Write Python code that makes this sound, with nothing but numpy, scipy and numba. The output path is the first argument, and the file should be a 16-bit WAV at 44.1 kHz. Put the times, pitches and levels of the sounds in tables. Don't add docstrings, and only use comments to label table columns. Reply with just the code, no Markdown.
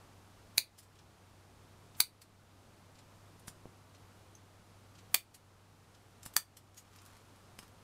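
import sys
import numpy as np
from scipy import signal
from scipy.fft import rfft, irfft
from scipy.io import wavfile
from scipy.ndimage import uniform_filter1d
from numba import njit

SR = 44100
rng = np.random.default_rng(int(sys.argv[2]) if len(sys.argv) > 2 else 0)


def unload_wav(signal):
    wavfile.write(
        sys.argv[1],
        SR,
        np.round(np.clip(np.atleast_2d(signal).T, -1, 1) * 32767).astype(np.int16),
    )


N = 345347

# (frequency [Hz], relative density [dB])
HISS_SPECTRUM = [(25, -14), (50, -11.5), (130, -8.5), (285, -13.5), (500, -16.5), (840, -17), (1300, -19),
                 (1800, -25), (4500, -29), (9570, -33.5), (16000, -42)]
# (frequency [Hz], relative density [dB])
TICK_SPECTRUM = [(600, -32), (1200, -9), (2500, -2), (4000, -0.5), (7000, -3.5), (11000, -16), (16000, -27)]
# (frequency [Hz], relative density [dB])
LACE_SPECTRUM = [(590, -30), (1000, -4.5), (1150, -3), (2010, -12), (6780, -16), (13900, -25),
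                 (16000, -27.5)]
# (frequency [Hz], relative density [dB])
STEEL_SPECTRUM = [(300, -40), (1500, -15), (3000, -10), (5500, -13), (8400, -2.5), (12000, -7), (14500, -2),
                  (16000, -1.5)]
# (frequency [Hz], relative density [dB])
RUBBING_SPECTRUM = [(600, -35.5), (1500, -7.5), (3000, -6.5), (5250, -4.5), (8000, -4), (12000, -5.5),
                    (16000, -12.5)]
# (frequency [Hz], relative density [dB])
FIBRE_SPECTRUM = [(300, -31.5), (1500, -4.5), (4000, -12), (8500, -5.5), (12000, -2.5), (16000, -2)]
# (time [s], level [dB])
RUSTLE_LEVELS = [(6.8, -77), (6.96, -68), (7.0, -69), (7.085, -62.5), (7.15, -71), (7.4, -76.5),
                 (7.6, -78.5), (7.63, -61.5), (7.7, -83)]
# (time [s], peak level [dB])
THREAD_PLUCKS = [(6.745, -55), (6.935, -64), (6.961, -49.5), (7.018, -56), (7.053, -54), (7.062, -50.5),
                 (7.109, -66), (7.168, -57), (7.361, -60), (7.629, -59), (7.68, -60)]
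# (time [s], thud [dB], tap frequency [Hz], tap [dB])
TABLE_BUMPS = [(3.4807, -36, 1547, -28), (3.6561, -41, 402, -31.5), (6.262, -36, 1300, -29),
               (7.590, -45, 2850, -24), (7.631, -42, 1100, -51)]
# (time [s], peak level [dB], fall t60 [s], squeak frequency [Hz], squeak level [dB])
BLADE_RUBS = [(0.7882, -49.5, 0.072, 5390, -59), (0.832, -59, 0.067, 7620, -67),
              (1.969, -67, 0.035, 8300, -60), (2.2187, -48.5, 0.038, 4630, -56),
              (3.396, -64, 0.051, 9250, -65), (3.477, -51.5, 0.047, 9430, -50),
              (3.482, -44, 0.026, 7000, -55), (4.353, -60, 0.02, 6300, -56.5),
              (5.347, -47.5, 0.047, 9880, -63), (6.232, -50, 0.027, 7370, -52.5),
              (6.255, -48, 0.03, 9500, -51), (6.262, -40.5, 0.017, 7760, -54),
              (6.339, -51, 0.025, 12100, -66), (6.571, -46.5, 0.03, 5400, -53),
              (6.779, -50.5, 0.09, 6700, -52.5), (7.59, -47, 0.027, 5200, -52)]
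# (snap time [s], crack and blade-mode level [dB], place along the blades [0-1],
# closing slide [dB], crunch lead [s], crunch rise [s], crunch [dB], knock frequency [Hz], knock [dB])
SCISSOR_CUTS = [(0.5801, -13, 0.03, -52.5, 0.0025, .0014, -26.5, 480, -28),
                (2.0039, -12.5, 0, -44.5, 0.0014, .0007, -19, 411, -42),
                (5.1454, -14, .5, -54.5, 0.0022, .0003, -13, 800, -22),
                (6.3654, -12, 1, -55, 0.00073, 0.0015, -26, 1420, -18.5)]
# (frequency [Hz], mean level re crack level [dB], t60 before the cap [s])
HIGH_MODES = [(6444, -11, 0.019), (7000, -12.5, 0.036), (8600, -14.5, 0.0073), (10300, -18.5, 0.0077),
              (10730, -24, .01), (11140, -9.5, .01), (13430, -5, 0.0023), (14700, -14, .008),
              (14700, -12.5, .008)]
# (frequency [Hz], level struck at place 0 [dB], at place 0.5 [dB], at place 1 [dB], t60 [s])
LOW_MODES = [(1760, -30.5, -27.5, -16, 0.0082), (2360, -18.5, -17.5, -35, .009),
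             (3460, -29, -16, -28, .008), (3920, -14, -27.5, -37, 0.01), (4410, -11, -15, -24, .01),
             (4680, -11.5, -18, -14, .011)]
# (frequency [Hz], t60 [s])
ROOM_DECAY = [(300, 0.18), (1500, 0.12), (2500, 0.17), (4500, 0.15), (7000, 0.12), (10000, 0.16),
              (13000, 0.12), (16000, 0.11)]
# (delay [s], level [dB])
NEAR_ECHOES = [(.008, -11.5), (0.013, -20), (.018, -17.5)]

SWELL_S, SWELL_TOP_S = 0.17, 0.04
HISS_DB, HUM_HZ, HUM_DB = -61, 98.4, -64
CLOCK_START_S, CLOCK_CYCLE_S, TOCK_AFTER_S = 0.991, 1.999, 0.96
TICK_DB, TOCK_DB, TICK_RISE_S, TICK_T60_S = -57.5, -60.5, 0.004, 0.05
LEAD_S, LEAD_DB = 0.034, -62
GRAINS_PER_S = 6000
PLUCK_RISE_S, PLUCK_T60_S = 0.0004, 0.016
THUD_HZ, THUD_RISE_S, THUD_T60_S = 191.5, 0.0004 / 3, 0.0012
TAP_RISE_S, TAP_T60_S = 0.00002, 0.0002
RUB_RISE_SHARE = 0.07
HIGH_MODE_T60_CAP_S, HIGH_MODE_SPREAD_DB = 0.016, 2.0
BODY_CUTOFF_HZ, KNOCK_T60_S = 700, 0.005
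ROOM_DB, ROOM_BUILD_UP_S = -7.5, 0.0025
BUMP_ROOM_DB = -5.5
DUCK_FROM_DB, DUCK_SHARE, ATTACK_S, RELEASE_S = -43.5, 0.46, 0.016, 0.48
ROLL_OFF_HZ, CUTOFF_HZ = 15300, 15950


def from_db(db):
    return 10 ** (np.asarray(db) / 20)


def rms_one(x):
    return x / np.sqrt(np.mean(x ** 2) + 1e-20)


def energy_one(x):
    return x / np.sqrt(np.sum(x ** 2))


def at_hz(points, hz):
    table_hz, values = np.array(points).T
    return np.interp(np.log(hz + 1), np.log(table_hz), values)


def coloured(x, spectrum):
    log_gain = at_hz(spectrum, np.arange(2049) * SR / 4096) * np.log(10) / 20
    cepstrum = irfft(log_gain)
    cepstrum[1:2048] *= 2
    cepstrum[2049:] = 0
    response = irfft(np.exp(rfft(cepstrum)))
    return signal.fftconvolve(x, energy_one(response))[:len(x)]


def drift(rate_hz):
    step = 40
    r = np.exp(-2 * np.pi * rate_hz * step / SR)
    noise = rng.standard_normal(N // step + 2002)
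    slow = signal.lfilter([1], [1, -2 * r, r * r], noise)[2000:]
    return np.interp(np.arange(N) / step, np.arange(len(slow)), rms_one(slow))


def ring(x, hz, t60_s):
    r = from_db(-60 / (t60_s * SR))
    w = 2 * np.pi * hz / SR
    return signal.lfilter([0, np.sin(w)], [1, -2 * r * np.cos(w), r * r], x + 1e-18)


def swell(rise_s, t60_s):
    t = np.arange(round(SWELL_S * SR)) / SR - SWELL_TOP_S
    rise = np.exp(np.minimum(t, 0) / rise_s)
    fall = from_db(-60 * np.maximum(t, 0) / t60_s)
    return rise * fall


def add(out, s, sound):
    i = round((s - SWELL_TOP_S) * SR)
    out[i:i + len(sound)] += sound[:N - i]


def background():
    hiss = rms_one(coloured(rng.standard_normal(N), HISS_SPECTRUM))
    hiss_gain = from_db(HISS_DB + 0.5 * drift(1.0))
    phase = 2 * np.pi * np.cumsum(HUM_HZ + 1.2 * drift(0.98)) / SR
    hum_gain = np.sqrt(2) * from_db(HUM_DB + 0.53 * drift(4.92))
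    return hiss_gain * hiss + hum_gain * np.sin(phase)


def clock():
    out = np.zeros(N)
    burst = swell(TICK_RISE_S, TICK_T60_S)
    for k in range(4):
        for after_s, level_db in (-LEAD_S, LEAD_DB), (0, TICK_DB), (TOCK_AFTER_S, TOCK_DB):
            s = CLOCK_START_S + k * CLOCK_CYCLE_S + after_s
            noise = coloured(rng.standard_normal(len(burst)), TICK_SPECTRUM)
            if s * SR < N:
                add(out, s, from_db(level_db) * burst * noise)
    return out


def rustle():
    s, level_db = np.transpose(RUSTLE_LEVELS)
    level = from_db(np.interp(np.arange(N) / SR, s, level_db, left=-140, right=-140))
    sizes = from_db(5.2 * np.minimum(rng.exponential(1, N), 5))
    signs = rng.choice([-1, 1], N)
    grains = sizes * signs * (rng.random(N) < GRAINS_PER_S / SR)
    out = level * from_db(2.0 * drift(40)) * rms_one(coloured(grains, LACE_SPECTRUM))
    pluck = swell(PLUCK_RISE_S, PLUCK_T60_S)
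    for s, level_db in THREAD_PLUCKS:
        noise = coloured(rng.standard_normal(len(pluck)), RUBBING_SPECTRUM)
        add(out, s, from_db(level_db) * pluck * noise)
    return out


def bumps():
    out = np.zeros(N)
    thud_push = swell(THUD_RISE_S, THUD_T60_S)
    tap_push = swell(TAP_RISE_S, TAP_T60_S)
    for s, thud_db, tap_hz, tap_db in TABLE_BUMPS:
        for level_db, hz, push in (thud_db, THUD_HZ, thud_push), (tap_db, tap_hz, tap_push):
            add(out, s, from_db(level_db) * ring(push / push.sum(), hz, 2.5 / hz))
    return out


def rubs():
    out = np.zeros(N)
    for s, level_db, t60_s, squeak_hz, squeak_db in BLADE_RUBS:
        stroke = swell(RUB_RISE_SHARE * t60_s, t60_s)
        noise = rng.standard_normal((2, len(stroke)))
        friction = from_db(level_db) * coloured(noise[0], RUBBING_SPECTRUM)
        squeak = from_db(squeak_db) * rms_one(ring(noise[1], squeak_hz, 0.009))
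        add(out, s, stroke * (friction + squeak))
    return out


def high_modes(noise):
    chatter = energy_one(noise * swell(0.00005, 0.003))
    total = np.zeros(len(noise))
    for hz, level_db, t60_s in HIGH_MODES:
        gain = from_db(level_db + rng.normal(0, HIGH_MODE_SPREAD_DB))
        total += gain * ring(chatter, hz, min(t60_s, HIGH_MODE_T60_CAP_S))
    return total


def bending_modes(click, place):
    total = np.zeros(len(click))
    for k, (hz, *levels_db, t60_s) in enumerate(LOW_MODES):
        gain = from_db(np.interp(place, [0, 0.5, 1], levels_db))
        total += (-1) ** k * gain * ring(click, hz, t60_s)
    high_pass = signal.butter(1, BODY_CUTOFF_HZ, "high", fs=SR, output="sos")
    return signal.sosfilt(high_pass, total)


def cuts():
    out = np.zeros(N)
    click = np.zeros(round(SWELL_S * SR))
    click[round(SWELL_TOP_S * SR)] = 1
    for (s, crack_db, place, slide_db, lead_s, rise_s, crunch_db,
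         knock_hz, knock_db) in SCISSOR_CUTS:
        noise = rng.standard_normal((4, len(click)))
        crack = coloured(noise[0] * swell(0.0001, 0.018), STEEL_SPECTRUM)
        snap = from_db(crack_db) * (crack + high_modes(noise[1]))
        knock = from_db(knock_db) * ring(click, knock_hz, KNOCK_T60_S)
        slide = from_db(slide_db) * coloured(noise[2] * swell(0.014, 0.003), FIBRE_SPECTRUM)
        crunch = from_db(crunch_db) * coloured(noise[3] * swell(rise_s, 0.018), FIBRE_SPECTRUM)
        add(out, s, snap + bending_modes(click, place) + knock + slide)
        add(out, s - lead_s, crunch)
    return out


def room(x):
    t = np.arange(SR // 3) / SR
    tail = np.zeros(len(t))
    edges_hz = np.geomspace(150, 17000, num=19)
    for low, high in zip(edges_hz, edges_hz[1:]):
        band_pass = signal.butter(2, [low, high], "band", fs=SR, output="sos")
        band = signal.sosfilt(band_pass, rng.standard_normal(len(t)))
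        tail += band * from_db(-60 * t / at_hz(ROOM_DECAY, np.sqrt(low * high)))
    tail *= np.clip(t / ROOM_BUILD_UP_S, 0, 1)
    response = from_db(ROOM_DB) * energy_one(tail)
    for s, level_db in NEAR_ECHOES:
        response[round(s * SR)] += from_db(level_db)
    return signal.fftconvolve(x, response)[:N]


def scene():
    near = cuts() + rubs() + rustle() + clock()
    knocks = bumps()
    reverb = room(near + from_db(BUMP_ROOM_DB) * knocks)
    return (near + knocks + reverb + background())[None]


@njit
def follow(wanted_db, attack, release):
    out, now = np.zeros(len(wanted_db)), 0.
    for i in range(len(wanted_db)):
        now += (wanted_db[i] - now) * (attack if wanted_db[i] < now else release)
        out[i] = now
    return out


def record(dry):
    power = uniform_filter1d(dry[0] ** 2, size=221, origin=110)
    level_db = 10 * np.log10(power.clip(1e-12))
    wanted_db = -DUCK_SHARE * (level_db - DUCK_FROM_DB).clip(0)
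    duck_db = follow(wanted_db, 1 / (ATTACK_S * SR), 1 / (RELEASE_S * SR))
    roll_off = signal.butter(N=10, Wn=ROLL_OFF_HZ, fs=SR, output="sos")
    soft = signal.sosfilt(roll_off, dry * from_db(duck_db))
    return signal.sosfilt(signal.cheby2(24, 60, CUTOFF_HZ, fs=SR, output="sos"), soft)


dry = scene()
out = record(dry)
unload_wav(out)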